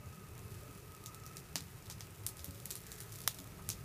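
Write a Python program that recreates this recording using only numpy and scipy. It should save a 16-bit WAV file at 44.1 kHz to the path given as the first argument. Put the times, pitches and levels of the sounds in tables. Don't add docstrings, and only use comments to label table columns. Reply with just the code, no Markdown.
import sys
import numpy as np
from scipy import signal
from scipy.fft import rfft, irfft
from scipy.io import wavfile
from scipy.ndimage import uniform_filter1d

SR = 44100
rng = np.random.default_rng(int(sys.argv[2]) if len(sys.argv) > 2 else 0)


def dump(signal):
    limited = np.clip(np.atleast_2d(signal).T, -1, 1)
    pcm = np.round(limited * 32767).astype(np.int16)
    wavfile.write(sys.argv[1], SR, pcm)


def to_linear_factor(level_db):
    exponent = np.asarray(level_db, float) / 20
    return 10 ** exponent


N = 169344
T = np.arange(N) / SR
HALF_OCTAVES_HZ = 22 * 2 ** np.arange(0, 10, .5)

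# pitch_hz, density_db (per Hz)
ROAR = [(15, -36), (27, -11), (60, -4), (110, 2), (185, -4), (235, -16), (400, -28), (800, -50)]
# pitch_hz, density_db (per Hz)
HISS = [(150, -2), (300, 9), (600, 3), (1100, 2), (2700, -2), (3300, -10), (12300, -8.5), (15500, -10)]
# time_s, sizzle_db
BLAZE = [(0.0, -63), (0.32, -63), (0.65, -59), (0.98, -62), (1.45, -62), (1.68, -59), (1.8, -61),
         (2.21, -61), (2.51, -57), (3.0, -57), (3.15, -55), (3.29, -56), (3.44, -60), (3.72, -61),
         (3.84, -60)]
# time_s, pitch_hz, level_db
WHINE = [(0, 1250, -65), (.5, 1265, -67), (.7, 1262, -63), (.8, 1262, -69), (1.0, 1258, -61),
         (1.065, 1260, -65), (1.1, 1265, -57), (1.16, 1272, -63), (1.3, 1288, -58), (1.38, 1275, -63),
         (1.44, 1268, -71), (1.9, 1269, -69), (2.1, 1275, -70), (2.3, 1280, -68), (2.5, 1275, -70),
         (3.5, 1265, -69), (3.8, 1262, -65), (3.84, 1255, -66)]
# centre_s, length_s, pitch_hz, width_hz, level_db
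HOOTS = [(.01, .05, 600, 36, -64), (.65, .1, 575, 36, -68), (2.55, .2, 565, 36, -68),
         (3.4, .3, 620, 36, -69), (2.95, .2, 1650, 700, -65), (.6, 1.6, 2600, 90, -76),
         (.38, .03, 1500, 2200, -62), (3.6, .02, 1000, 900, -60), (3.278, .0015, 1030, 400, -36),
         (1.558, .003, 550, 600, -48), (1.9, .008, 750, 900, -57)]
# start_s, peak_db, body_db and edge_db (re peak), yard_scatter_db
POPS = [(1.0595, -30, -23, -14, -16), (1.1448, -35, -22, -12, -16), (1.263, -36, -22, -14, -15),
        (1.3683, -29, -26, -16, -19), (1.5559, -19, -16, -19, -16), (1.6057, -33, -19, -17, -18),
        (1.8986, -29, -19, -16, -11), (2.0063, -30, -14, -17, -18), (2.2643, -19, -25, -9, -17),
        (2.369, -36, -24, -13, -18), (2.3925, -35, -18, -14, -14), (2.4433, -26, -22, -9, -17),
        (2.6554, -26, -25, -11, -18), (2.7048, -25, -18, -12, -17), (2.7099, -24, -22, -13, -14),
        (2.7536, -28, -21, -12, -16), (2.9168, -32, -24, -13, -15), (3.0031, -30, -15, -11, -12),
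        (3.2755, -9, -19, -12, -23), (3.3443, -34, -26, -13, -16), (3.689, -19, -18, -10, -17),
        (3.7004, -22, -24, -17, -14)]
POP_RING_HZ = [6500, 7800, 6500, 5700, 5400, 5200, 6200, 5400, 10000, 9300, 5400, 13000, 11800, 11000, 7000,
               10900, 7400, 10500, 3300, 12000, 8600, 6000]
# start_s, peak_db, body_db and edge_db (re peak)
CALM_TICKS = [(0.2678, -44, -25, -12), (0.3516, -45, -25, -12), (0.3785, -38, -25, -12),
              (0.5194, -47, -25, -12), (0.634, -44, -25, -12), (0.7761, -44, -25, -12),
              (0.9198, -39, -25, -12), (0.9482, -40, -25, -12), (1.4002, -40, -25, -12),
              (1.8562, -42, -25, -12), (2.0423, -48, -25, -12), (2.0687, -44, -25, -12),
              (2.1585, -45, -25, -12), (2.2353, -42, -25, -12), (2.2714, -29, -25, -12),
              (2.2884, -30, -25, -12), (2.4584, -36, -25, -12), (2.5077, -35, -25, -12),
              (2.5461, -41, -25, -12), (2.6, -38, -25, -12)]
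# start_s, peak_db, body_db, edge_db
FLARE_TICKS = [(2.7784, -44, -22, -11), (2.8035, -39, -22, -11), (2.8365, -42, -22, -11),
               (2.8659, -35, -22, -11), (3.0934, -41, -22, -11), (3.1208, -34, -22, -11),
               (3.1394, -40, -22, -11), (3.1567, -34, -22, -11), (3.1862, -35, -22, -11),
               (3.2036, -32, -22, -11), (3.2161, -32, -22, -11), (3.237, -36, -22, -11),
               (3.2834, -26, -22, -11), (3.3862, -36, -22, -18), (3.3904, -35, -22, -11),
               (3.4004, -36, -22, -11), (3.4416, -40, -22, -11), (3.5994, -47, -22, -11)]
# start_s, peak_db
FAINT_TICKS = [(.9645, -43), (1.0385, -40), (1.2555, -41), (1.2755, -42), (1.3125, -43), (1.3795, -41),
               (2.9065, -40), (2.9255, -36), (2.9545, -42), (2.9835, -39), (3.0105, -36), (3.0335, -40),
               (3.1265, -37), (3.4175, -42), (3.4725, -43)]
# start_s, peak_db, pitch_hz
RINGING_TICKS = [(.0583, -47, 7000), (.287, -46, 9000), (.392, -42, 8000), (.402, -46, 13000),
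                 (.4484, -46, 11000), (.605, -47, 12000), (1.1987, -46, 7000), (1.36, -43, 9500),
                 (1.381, -42, 5000), (1.3915, -43, 10000), (1.0675, -40, 5500), (1.236, -45, 5500),
                 (1.5635, -33, 4500), (1.5672, -33, 4500), (1.5805, -35, 6000), (1.8238, -46, 6000),
                 (1.8602, -44, 4000), (1.8675, -43, 4000), (1.878, -45, 10000), (1.9098, -40, 3500),
                 (1.913, -41, 4000), (1.923, -40, 5000), (1.9965, -44, 9000), (2.0143, -41, 4500),
                 (2.1056, -45, 8800), (2.1944, -48, 7000), (2.764, -38, 10000), (2.8155, -42, 12000),
                 (2.8705, -41, 9000), (2.9615, -43, 6000), (2.978, -43, 12000), (2.9885, -43, 12000),
                 (3.135, -40, 11000), (3.1615, -39, 11000)]
# centre_s, peak_db, pitch_hz
GAS_PUFFS = [(0.062, -40, 91.5), (0.169, -44, 175), (0.284, -45, 96.9), (0.344, -42, 129),
             (0.442, -43, 102), (0.504, -43, 121), (0.554, -41, 105), (0.659, -43, 116), (0.699, -44, 132),
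             (0.749, -44, 170), (0.819, -43, 129), (1.062, -47, 121), (1.268, -42, 124), (1.375, -44, 161),
             (1.609, -44, 91.5), (1.735, -45, 105), (1.868, -43, 105), (2.019, -42, 110), (2.094, -47, 102),
             (2.201, -45, 105), (2.239, -40, 99.6), (2.401, -42, 80.7), (2.479, -41, 86.1),
             (2.62, -45, 135), (2.988, -42, 99.6), (3.119, -48, 116), (3.344, -45, 108), (3.497, -43, 105),
             (3.68, -40, 105), (3.794, -39, 99.6)]
# start_s, level_db
THUMPS = [
    (.68, -50),
    (1.55, -44),
    (2.475, -46),
    (3.39, -46),
]
# pitch_hz, level_db, t60_s
THUMP_MODES = [
    (278, 0, .19),
    (175, -2, .2),
]


def level(x, db):
    return x * to_linear_factor(db) / np.sqrt(np.mean(x ** 2))


def band(x, lo_hz, hi_hz):
    return signal.sosfilt(signal.butter(2, [lo_hz, hi_hz], "bandpass", fs=SR, output="sos"), x)


def noise_band(centre_hz, half_width_hz, db):
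    return level(band(rng.standard_normal(N), centre_hz - half_width_hz, centre_hz + half_width_hz), db)


def walk(rate_hz):
    hold = int(SR / rate_hz)
    steps = np.repeat(rng.standard_normal(N // 64)[:N // hold + 1], hold)
    return 1.3 * uniform_filter1d(uniform_filter1d(steps, hold), hold)[:N]


def curve(table, col):
    table = np.array(table)
    return np.interp(T, table[:, 0], table[:, col])


def coloured(spectrum, bands_hz, swell_db, flicker_db):
    f = np.fft.rfftfreq(N, 1 / SR) + 1
    hz, db = np.transpose(spectrum)
    shape = to_linear_factor(np.interp(np.log(f), np.log(hz), db))
    out = 0
    for centre_hz in bands_hz:
        share = np.clip(1 - np.abs(np.log2(f / centre_hz)) * 2, 0, 1) ** .5
        noise = irfft(rfft(rng.standard_normal(N)) * shape * share, N)
        out = out + noise * to_linear_factor(swell_db + flicker_db * walk(9))
    return out


def flames():
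    roar = coloured(ROAR, HALF_OCTAVES_HZ[:13], 1.2 * walk(13), flicker_db=.6)
    hiss = coloured(HISS, HALF_OCTAVES_HZ[5:], .5 * walk(3), flicker_db=.8)
    return level(roar, -54) + level(hiss, -60.3)


def sizzle():
    ticks_per_s, spread_db = 200, 3
    tick_s, smear_s = .0008, .015
    wash_db, smear_db = 1.5, -1
    size = to_linear_factor(spread_db * np.minimum(rng.exponential(size=N), 3.5))
    hits = (rng.random(N) < ticks_per_s / SR) * size

    def fading_noise(fade_s):
        envelope = signal.lfilter([1], [1, -np.exp(-1 / (fade_s * SR))], hits)
        return level(envelope * rng.standard_normal(N), 0)

    mix = fading_noise(tick_s) + to_linear_factor(wash_db) * rng.standard_normal(N) + to_linear_factor(smear_db) * fading_noise(smear_s)
    return level(band(mix, 2000, 16000), -2.6) * to_linear_factor(curve(BLAZE, 1))


def machine_whine():
    width_hz, tone_db, octave_db = 140, -6, -13
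    phase = 2 * np.pi * np.cumsum(curve(WHINE, 1) * (1 + .008 * walk(25))) / SR

    def breath(harmonic):
        rate_hz = harmonic * width_hz
        return walk(rate_hz) * np.sin(harmonic * phase) + walk(rate_hz) * np.cos(harmonic * phase)

    tone = np.sin(phase) * to_linear_factor(tone_db + 3 * walk(20))
    return to_linear_factor(curve(WHINE, 2) - 1.2) * (breath(1) + tone + to_linear_factor(octave_db) * breath(2))


def machine_hum():
    return noise_band(400, 45, -67) * to_linear_factor(2.5 * walk(3))


def hoots_and_knocks():
    out = np.zeros(N)
    for at, length_s, hz, width_hz, db in HOOTS:
        out += noise_band(hz, width_hz / 2, db) * np.exp(-((T - at) / length_s) ** 2)
    return out


def ring(x, hz, db):
    return x + (to_linear_factor(db) - 1) * signal.lfilter(*signal.iirpeak(hz, 3, fs=SR), x)


def cracks():
    rise_s, burst_s, growth_s_per_db, late_s = .0003, .0008, .00001, .0008
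    snap_db, ground_s, ground_db = 7, .00055, -7
    scatter_fade_s, scatter_delay_s, patch_db = .03, .002, 2.8
    tick_scatter_db, faint_body_db, faint_edge_db = -20, -24, -12
    thud_hz, body_hz, crack_hz, edge_hz = 300, 750, 3400, 7800

    faint_colour = (faint_body_db, faint_edge_db, tick_scatter_db)
    rows = list(POPS)
    rows += [(*tick, tick_scatter_db) for tick in list(CALM_TICKS) + list(FLARE_TICKS)]
    rows += [(*tick, *faint_colour) for tick in FAINT_TICKS]
    rows += [(at, db, *faint_colour) for at, db, _ in RINGING_TICKS]
    start_s, peak_db, body_db, edge_db, scatter_db = np.array(rows).T[:, :, None]

    size = 6144
    t = np.arange(size) / SR
    burst_noise, tail_noise, patch_noise = rng.standard_normal((3, len(rows), size))
    decay_s = burst_s + growth_s_per_db * (peak_db + 45)
    puff = burst_noise * (1 - np.exp(-t / rise_s)) * np.exp(-t / decay_s)
    snap = np.zeros(size)
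    snap[4] = to_linear_factor(snap_db)
    snap[4 + int(ground_s * SR)] = to_linear_factor(snap_db + ground_db)
    burst = .45 * puff + .5 * snap
    burst = burst / np.sqrt(np.max(uniform_filter1d(burst ** 2, size=32), axis=1, keepdims=True)) / 2

    patch = uniform_filter1d(patch_noise, size=36) * 6
    tail = tail_noise * to_linear_factor(scatter_db + patch_db * patch)
    tail = tail * np.exp(-(t / scatter_fade_s) ** 1.4) * (1 - np.exp(-t / scatter_delay_s))

    def in_yard(tail_db):
        return burst + to_linear_factor(tail_db) * tail / 2

    crack = to_linear_factor(-.8) * band(in_yard(0), crack_hz, edge_hz)
    edge = to_linear_factor(edge_db + 14.5) * band(in_yard(-3), edge_hz, 18000)
    thud = to_linear_factor(-12) * band(burst, thud_hz, body_hz)
    body = to_linear_factor(body_db + 17) * (band(in_yard(-4), body_hz, crack_hz) - thud)
    x = edge + body - crack

    for k, hz in enumerate(POP_RING_HZ):
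        x[k] = ring(x[k], hz, 5)
    first_ringing = len(rows) - len(RINGING_TICKS)
    for k, (_, _, hz) in enumerate(RINGING_TICKS, first_ringing):
        x[k] = ring(x[k], hz, 13)
    x = x / np.max(np.abs(x), axis=1, keepdims=True) * to_linear_factor(peak_db - .2)

    out = np.zeros(N + 2 * size)
    for start, sound in zip(((start_s[:, 0] + late_s) * SR).astype(int), x):
        out[start:start + size] += sound
    return out[:N]


def gas_puffs():
    lag_s, length_cycles = .015, 1.3
    out = np.zeros(N)
    for at, db, hz in GAS_PUFFS:
        cycles = (T - at - lag_s) * hz
        out -= to_linear_factor(db - 3) * np.exp(-(cycles / length_cycles) ** 2) * np.cos(2 * np.pi * cycles)
    return out


def hollow_thumps():
    out = np.zeros(N)
    t = np.arange(8192) / SR
    for at, db in THUMPS:
        start = int(at * SR)
        for hz, mode_db, t60_s in THUMP_MODES:
            envelope = to_linear_factor(db + mode_db - 60 * t / t60_s) * (1 - np.exp(-t / .008))
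            out[start:start + len(t)] += envelope * np.sin(2 * np.pi * hz * t)
    return out


def scene():
    fire = flames() + sizzle() + cracks() + gas_puffs()
    distance = machine_whine() + machine_hum() + hoots_and_knocks() + hollow_thumps()
    return (fire + distance)[None]


def roll_off(x):
    return signal.sosfilt(signal.butter(12, 16530, fs=SR, output="sos"), x)


def record(dry):
    top_hz, leak_db = 15150, -41
    cut = signal.sosfilt(signal.ellip(10, .2, 70, top_hz, fs=SR, output="sos"), dry)
    return roll_off(cut + to_linear_factor(leak_db) * dry)


dry = scene()
out = record(dry)
dump(out)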